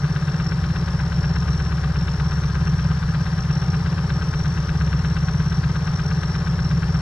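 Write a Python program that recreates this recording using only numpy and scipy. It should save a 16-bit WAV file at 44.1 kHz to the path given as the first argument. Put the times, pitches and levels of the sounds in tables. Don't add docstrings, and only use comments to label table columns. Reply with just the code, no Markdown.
import sys
import numpy as np
from scipy import signal
from scipy.fft import rfft, irfft, next_fast_len
from scipy.io import wavfile
from scipy.ndimage import uniform_filter1d

SR = 44100
rng = np.random.default_rng(int(sys.argv[2]) if len(sys.argv) > 2 else 0)


def int16_out(signal):
    q = np.round(np.clip(np.atleast_2d(signal).T, -1, 1) * 32767)
    wavfile.write(sys.argv[1], SR, q.astype(np.int16))


N = 309141

# time in seconds, speed in rpm.
CRANK_SPEED = [(0.0, 1016.8), (0.55, 996.6), (0.85, 1001.0), (1.21, 993.3), (1.61, 1012.7), (2.01, 992.9),
               (2.5, 1024.9), (2.66, 1012.2), (3.67, 1007.3), (3.9, 996.1), (4.17, 1013.5), (4.86, 1016.2),
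               (5.0, 1007.2), (5.33, 1021.9), (5.84, 1008.5), (5.94, 1011.7), (6.6, 999.7), (7.01, 1002.8)]
# bank 0 or 1, relative header delay in ms, strength in dB,
# 1 if the cylinder burns late.
CYLINDERS = [(1, -0.21, -1.5, 0), (0, 0.72, 0.9, 0), (1, 2.37, 2.4, 1), (0, -0.42, 0.8, 0),
             (0, 1.72, -0.2, 0), (1, -2.44, 0.4, 0), (0, 0.48, 2.6, 0), (1, -1.91, 0.8, 0)]
# time in seconds, lag in ms.
BURN_LAG = [(0.3, 3.0), (0.41, 1.25), (1.9, -0.2), (2.67, -0.1), (2.86, 1.5), (3.18, 0.5), (3.58, 2.9),
            (3.88, 0.25), (4.94, 0.1), (5.32, 2.1), (5.67, 0.5), (6.73, 0.0), (6.85, 1.0)]
# frequency in Hz, width in Hz, signed weights from banks 0 and 1.
PIPE_MODES = [(71.7, 17.5, 0.0195, -0.0002), (88.9, 8.9, -0.025, -0.0013), (122.1, 8.9, -0.0189, 0.0071),
              (147.6, 11.7, 0.0273, 0.0322), (168.0, 17.5, -0.0134, -0.0084)]
# time in seconds, level in dB (only its departure from the mean counts).
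BOOM_SWELL = [(0, -2), (0.9, -0.5), (2.3, -1), (2.85, 1), (3.4, -.5), (3.8, 1), (4.35, -1), (5.2, 1),
              (6.0, -.5), (6.85, 1)]
HUM_SWELL = [(0.2, -35.5), (0.6, -27.5), (1.8, -22.5), (2.6, -26.5), (3.6, -32), (4.0, -31.5), (4.4, -29.5),
             (4.9, -25), (5.3, -29.5), (6.0, -32), (6.5, -28.5), (7.01, -27)]
WHINE_SWELL = [(0, -50), (0.33, -46), (0.8, -48.5), (1.55, -44.5), (1.9, -50), (2.3, -44.5), (2.5, -48.5),
               (2.85, -44.5), (3.05, -50), (3.5, -44), (3.85, -49.5), (4.35, -44), (4.9, -49), (5.5, -45),
               (5.7, -47), (6.1, -45), (6.45, -47), (7.01, -46.5)]
DRONE_SWELL = [(0, 0), (1.0, 2.5), (2.7, -0.5), (3.0, -5), (3.9, 2), (5.85, -1), (6.2, 1.5), (7.01, 0)]
# place in the cycle from 0 to 1, then knock, ping, scrape and thud
# in relative dB.
VALVE_BLOWS = [(.13, -9, -23, -20, -8), (.255, -20.5, -7, -8.5, -11.5), (.28, -8.5, -18.5, -12, 0),
               (.322, -8.5, 0.5, -0.5, -8), (.352, -9, -12, -2, -12.5), (.378, 0.5, -11.5, -4.5, -8.5),
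               (.41, -20, -17, -9.5, -3.5), (.47, -14.5, -16.5, -11, -6), (.565, -9.5, -23, -22, -14),
               (.62, -7.5, -17, -17.5, -12), (.745, -17.5, -18.5, -6.5, -14), (.795, -20, -20, -12, 0.5),
               (.84, -15.5, -7, -8.5, -6), (.865, -9.5, -11.5, -5.5, -15.5), (.9, -16.5, -15.5, -16, -16.5),
               (.94, -20.5, -21.5, -14.5, -3)]
# frequency in Hz, free width in Hz, gain in dB when struck, and when shaken.
COVER_MODES = [(997, 118, -4.5, -2.5), (1087, 108, -1.5, -0.5), (1239, 36, 0.5, 2), (1520, 95, 0, 2.5),
               (1533, 95, 7, 3.5), (1720, 175, -1.5, -4), (1835, 84, -1.5, -1.5), (1920, 276, -16.5, -7.5)]
# frequency in Hz, width in Hz, gain in dB.
SCRAPE_MODES = [(2350, 147, -1.5), (2700, 61, 3.5), (3070, 220, -3.5), (3580, 160, -2.5), (3770, 220, -3),
                (4250, 180, -7.5)]
# frequency in Hz, free width in Hz, gain in dB.
HULL_MODES = [(299.5, 18.4, -2.5), (367.7, 39, -2), (389.4, 22, 2), (436.4, 27.3, -2), (571.6, 32, -5),
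              (643, 22, -12), (770.6, 22.3, -3.5), (923, 17, -4.5)]
# periods per engine cycle, rms tremble in Hz, level in dB before modulation.
BLOWER_TONES = [(657, 29.1, -47.5), (666, 36.8, -50.5), (702, 150, -54.5), (492.4, 100, -61),
                (914, 55, -68)]
BLOWER_THROB = [(4.871, .3, .02), (5.533, .42, .28), (5.68, .22, .84), (8, .25, .71), (13.053, .3, .49)]
# frequency in Hz, relative density in dB.
WASH_SPECTRUM = [(20, -16.5), (32, -5.5), (45, -9.5), (100, -13.5), (160, -10.5), (200, -16.5),
                 (250, -23.5), (700, -25.5), (1500, -20), (2200, -33.5), (4100, -33), (5200, -30.5),
                 (6400, -39.5), (10000, -49), (13000, -60.5), (15500, -78.5)]
# frequency in Hz, diffuse coherence from 0 to 1,
# left minus right level in dB, phase lead of the left in radians.
PORTS = [(65, 1, .8, -.04), (160, 1, .6, -.02), (400, .98, 2.2, -.06), (850, .88, 6.5, -.05),
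         (1250, .88, 5, -.13), (1600, .75, 7, -.58), (2300, .55, 4, -1.4), (3300, .45, 6, -.7),
         (4100, .55, 6, .53), (5550, .3, 4, 1.54), (7700, .2, 3.5, 1.74), (11000, .05, 3.5, 3),
         (14000, .05, 0, 3)]


def gain_of(db):
    return 10 ** (np.asarray(db) / 20)


def unit_rms(x):
    return x / np.sqrt(np.mean(x ** 2) + 1e-20)


def swell(curve):
    db = np.interp(np.arange(N) / SR, *np.transpose(curve))
    return gain_of(db - db.mean())


def slow_noise(first, second):
    return unit_rms(uniform_filter1d(uniform_filter1d(rng.standard_normal(N), first), second))


def resonance(f, hz, width):
    return 1j * f * width / (hz ** 2 - f ** 2 + 1j * f * width)


def lowpass(f, cutoff_hz, order):
    return 1 / (1 + (f / cutoff_hz) ** order)


def filtered(x, response):
    size = next_fast_len(N + SR // 2)
    return irfft(rfft(x, size) * response(np.fft.rfftfreq(size, 1 / SR)), size)[..., :N]


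def ringing(x, modes, db_column=2):
    return filtered(x, lambda f: sum((-1) ** k * gain_of(row[db_column]) * resonance(f, *row[:2])
                                     for k, row in enumerate(modes)))


def impulses(times, sizes):
    train, at = np.zeros(N), np.round(times * SR).astype(int)
    inside = (at >= 0) & (at < N)
    np.add.at(train, at[inside], sizes[inside])
    return train


def engine_cycles():
    rpm = np.interp(np.arange(N) / SR, *np.transpose(CRANK_SPEED))
    return -.0383 + np.cumsum(rpm / 120) / SR


def times_of(cycles, places):
    goal = np.arange(int(cycles[-1]) + 1)[:, None] + places
    return np.interp(goal, cycles, np.arange(N) / SR, -1, -1)


def exhaust(cycles):
    bank, delay_ms, strength_db, lazy = np.transpose(CYLINDERS)
    times = times_of(cycles, np.arange(8) / 8)
    chance = rng.standard_normal(times.shape + (2,))
    jitter_ms, uneven_db = .2 * chance[..., 0], 1.5 * chance[..., 1]
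    lag_ms = lazy * np.interp(times, *np.transpose(BURN_LAG))
    arrivals = times + (delay_ms + lag_ms + jitter_ms) / 1000
    sizes = gain_of(strength_db + .87 * lag_ms + uneven_db)
    kicks = np.array([impulses(arrivals, sizes * (bank == b)) for b in range(2)])
    muffler = lambda f: lowpass(f, cutoff_hz=225, order=14) / (1 + (25 / (f + 1)) ** 4)
    pipes = lambda f: sum(np.outer(weights, resonance(f, hz, width)) for hz, width, *weights in PIPE_MODES)
    muffled = filtered(kicks, lambda f: muffler(f) * pipes(f)).sum(0)
    boom = gain_of(-19.5) * unit_rms(muffled) * swell(BOOM_SWELL)
    hum = filtered(boom, lambda f: lowpass(f, cutoff_hz=78, order=12))
    return boom - hum + hum * gain_of(-2.5) * swell(HUM_SWELL)


def rocking(cycles):
    return gain_of(-44.5) * np.sqrt(2) * sum(np.cos(2 * np.pi * k * cycles) for k in (4, 6))


def valve_gear(cycles):
    place, knock_db, ping_db, scrape_db, thud_db = np.transpose(VALVE_BLOWS)
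    times = times_of(cycles, place)
    chance = rng.standard_normal(times.shape + (2,))
    jitter_s, uneven_db = .0003 * chance[..., 0], 1.1 * chance[..., 1]
    age = np.arange(2000) / SR
    damped = lambda modes: [(hz, 2.07 * width, db) for hz, width, db, *_ in modes]
    blows = 0
    for blow_db, decay_s, noise_gain, modes, level_db in (
            (knock_db, .001, .1, damped(COVER_MODES[:3]), -45.5),
            (ping_db, .001, .1, damped(COVER_MODES[3:]), -42.5),
            (scrape_db, .0018, 4., SCRAPE_MODES, -48.5),
            (thud_db, .003, .7, damped(HULL_MODES), -45.5)):
        ticks = impulses(times + jitter_s, gain_of(blow_db + uneven_db))
        bursts = signal.oaconvolve(ticks, np.exp(-age / decay_s))[:N] * rng.standard_normal((2, N))
        force = unit_rms(ticks) + noise_gain * unit_rms(bursts)
        blows += gain_of(level_db) * unit_rms(ringing(force, modes))
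    return filtered(blows, lambda f: lowpass(f, cutoff_hz=6540, order=4))


def blower(cycles):
    throb = 1 + sum(depth * np.cos(2 * np.pi * (beats * cycles + start))
                    for beats, depth, start in BLOWER_THROB)
    whine = 0
    for periods, tremble_hz, db in BLOWER_TONES:
        drift = tremble_hz * np.cumsum(slow_noise(300, 300)) / SR
        whine += gain_of(db) * np.sqrt(2) * np.cos(2 * np.pi * (periods * cycles + drift))
    flutter_db = 1.8 * slow_noise(1500, 700)
    return whine * throb * gain_of(flutter_db) * swell(WHINE_SWELL)


def vibration():
    cover_shake, hull_shake = rng.standard_normal((2, 2, N))
    rattle = gain_of(-44) * unit_rms(ringing(cover_shake, COVER_MODES, db_column=3))
    drone = gain_of(-43.5) * unit_rms(ringing(hull_shake, HULL_MODES))
    return rattle + drone * swell(DRONE_SWELL)


def wash():
    frames, hz = N // 256 + 5, np.fft.rfftfreq(1024, 1 / SR)
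    left_re, left_im, right_re, right_im, patches = rng.standard_normal((frames, 513, 5)).T
    patch_db = 1.45 * unit_rms(uniform_filter1d(uniform_filter1d(patches, 8, axis=0), 8, axis=1))
    point_hz, point_db = np.transpose(WASH_SPECTRUM)
    density_db = np.interp(np.log(hz + 1), np.log(point_hz + 1), point_db)
    white = np.array([left_re + 1j * left_im, right_re + 1j * right_im])
    _, noise = signal.istft(white * gain_of(density_db[:, None] + patch_db), nperseg=1024, noverlap=768)
    return gain_of(-36) * unit_rms(noise[:, :N])


def ports(direct, diffuse):
    hz, coherence, left_db, lead = np.transpose(PORTS)
    at = lambda f, column: np.interp(f, hz, column)
    blend = lambda f: np.array([at(f, coherence), np.sqrt(1 - at(f, coherence) ** 2)])
    diffuse_right = filtered(diffuse, blend).sum(0)
    pair = direct + np.array([diffuse[0], diffuse_right])
    half = lambda f: gain_of(at(f, left_db) / 2) * np.exp(.5j * at(f, lead))
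    return filtered(pair, lambda f: np.array([half(f), 1 / half(f)]))


def scene():
    cycles = engine_cycles()
    blows = valve_gear(cycles)
    direct_blows = blows.mean(0)
    direct = exhaust(cycles) + rocking(cycles) + direct_blows + blower(cycles)
    diffuse = blows - direct_blows + vibration() + wash()
    return ports(direct, diffuse)


def record(dry):
    overload, edge_hz = .52, 15650
    flattened = overload * np.tanh(dry / overload)
    band_limit = signal.firwin(511, edge_hz, window=("kaiser", 9), fs=SR)
    return signal.oaconvolve(flattened, band_limit[None], "same")


dry = scene()
out = record(dry)
int16_out(out)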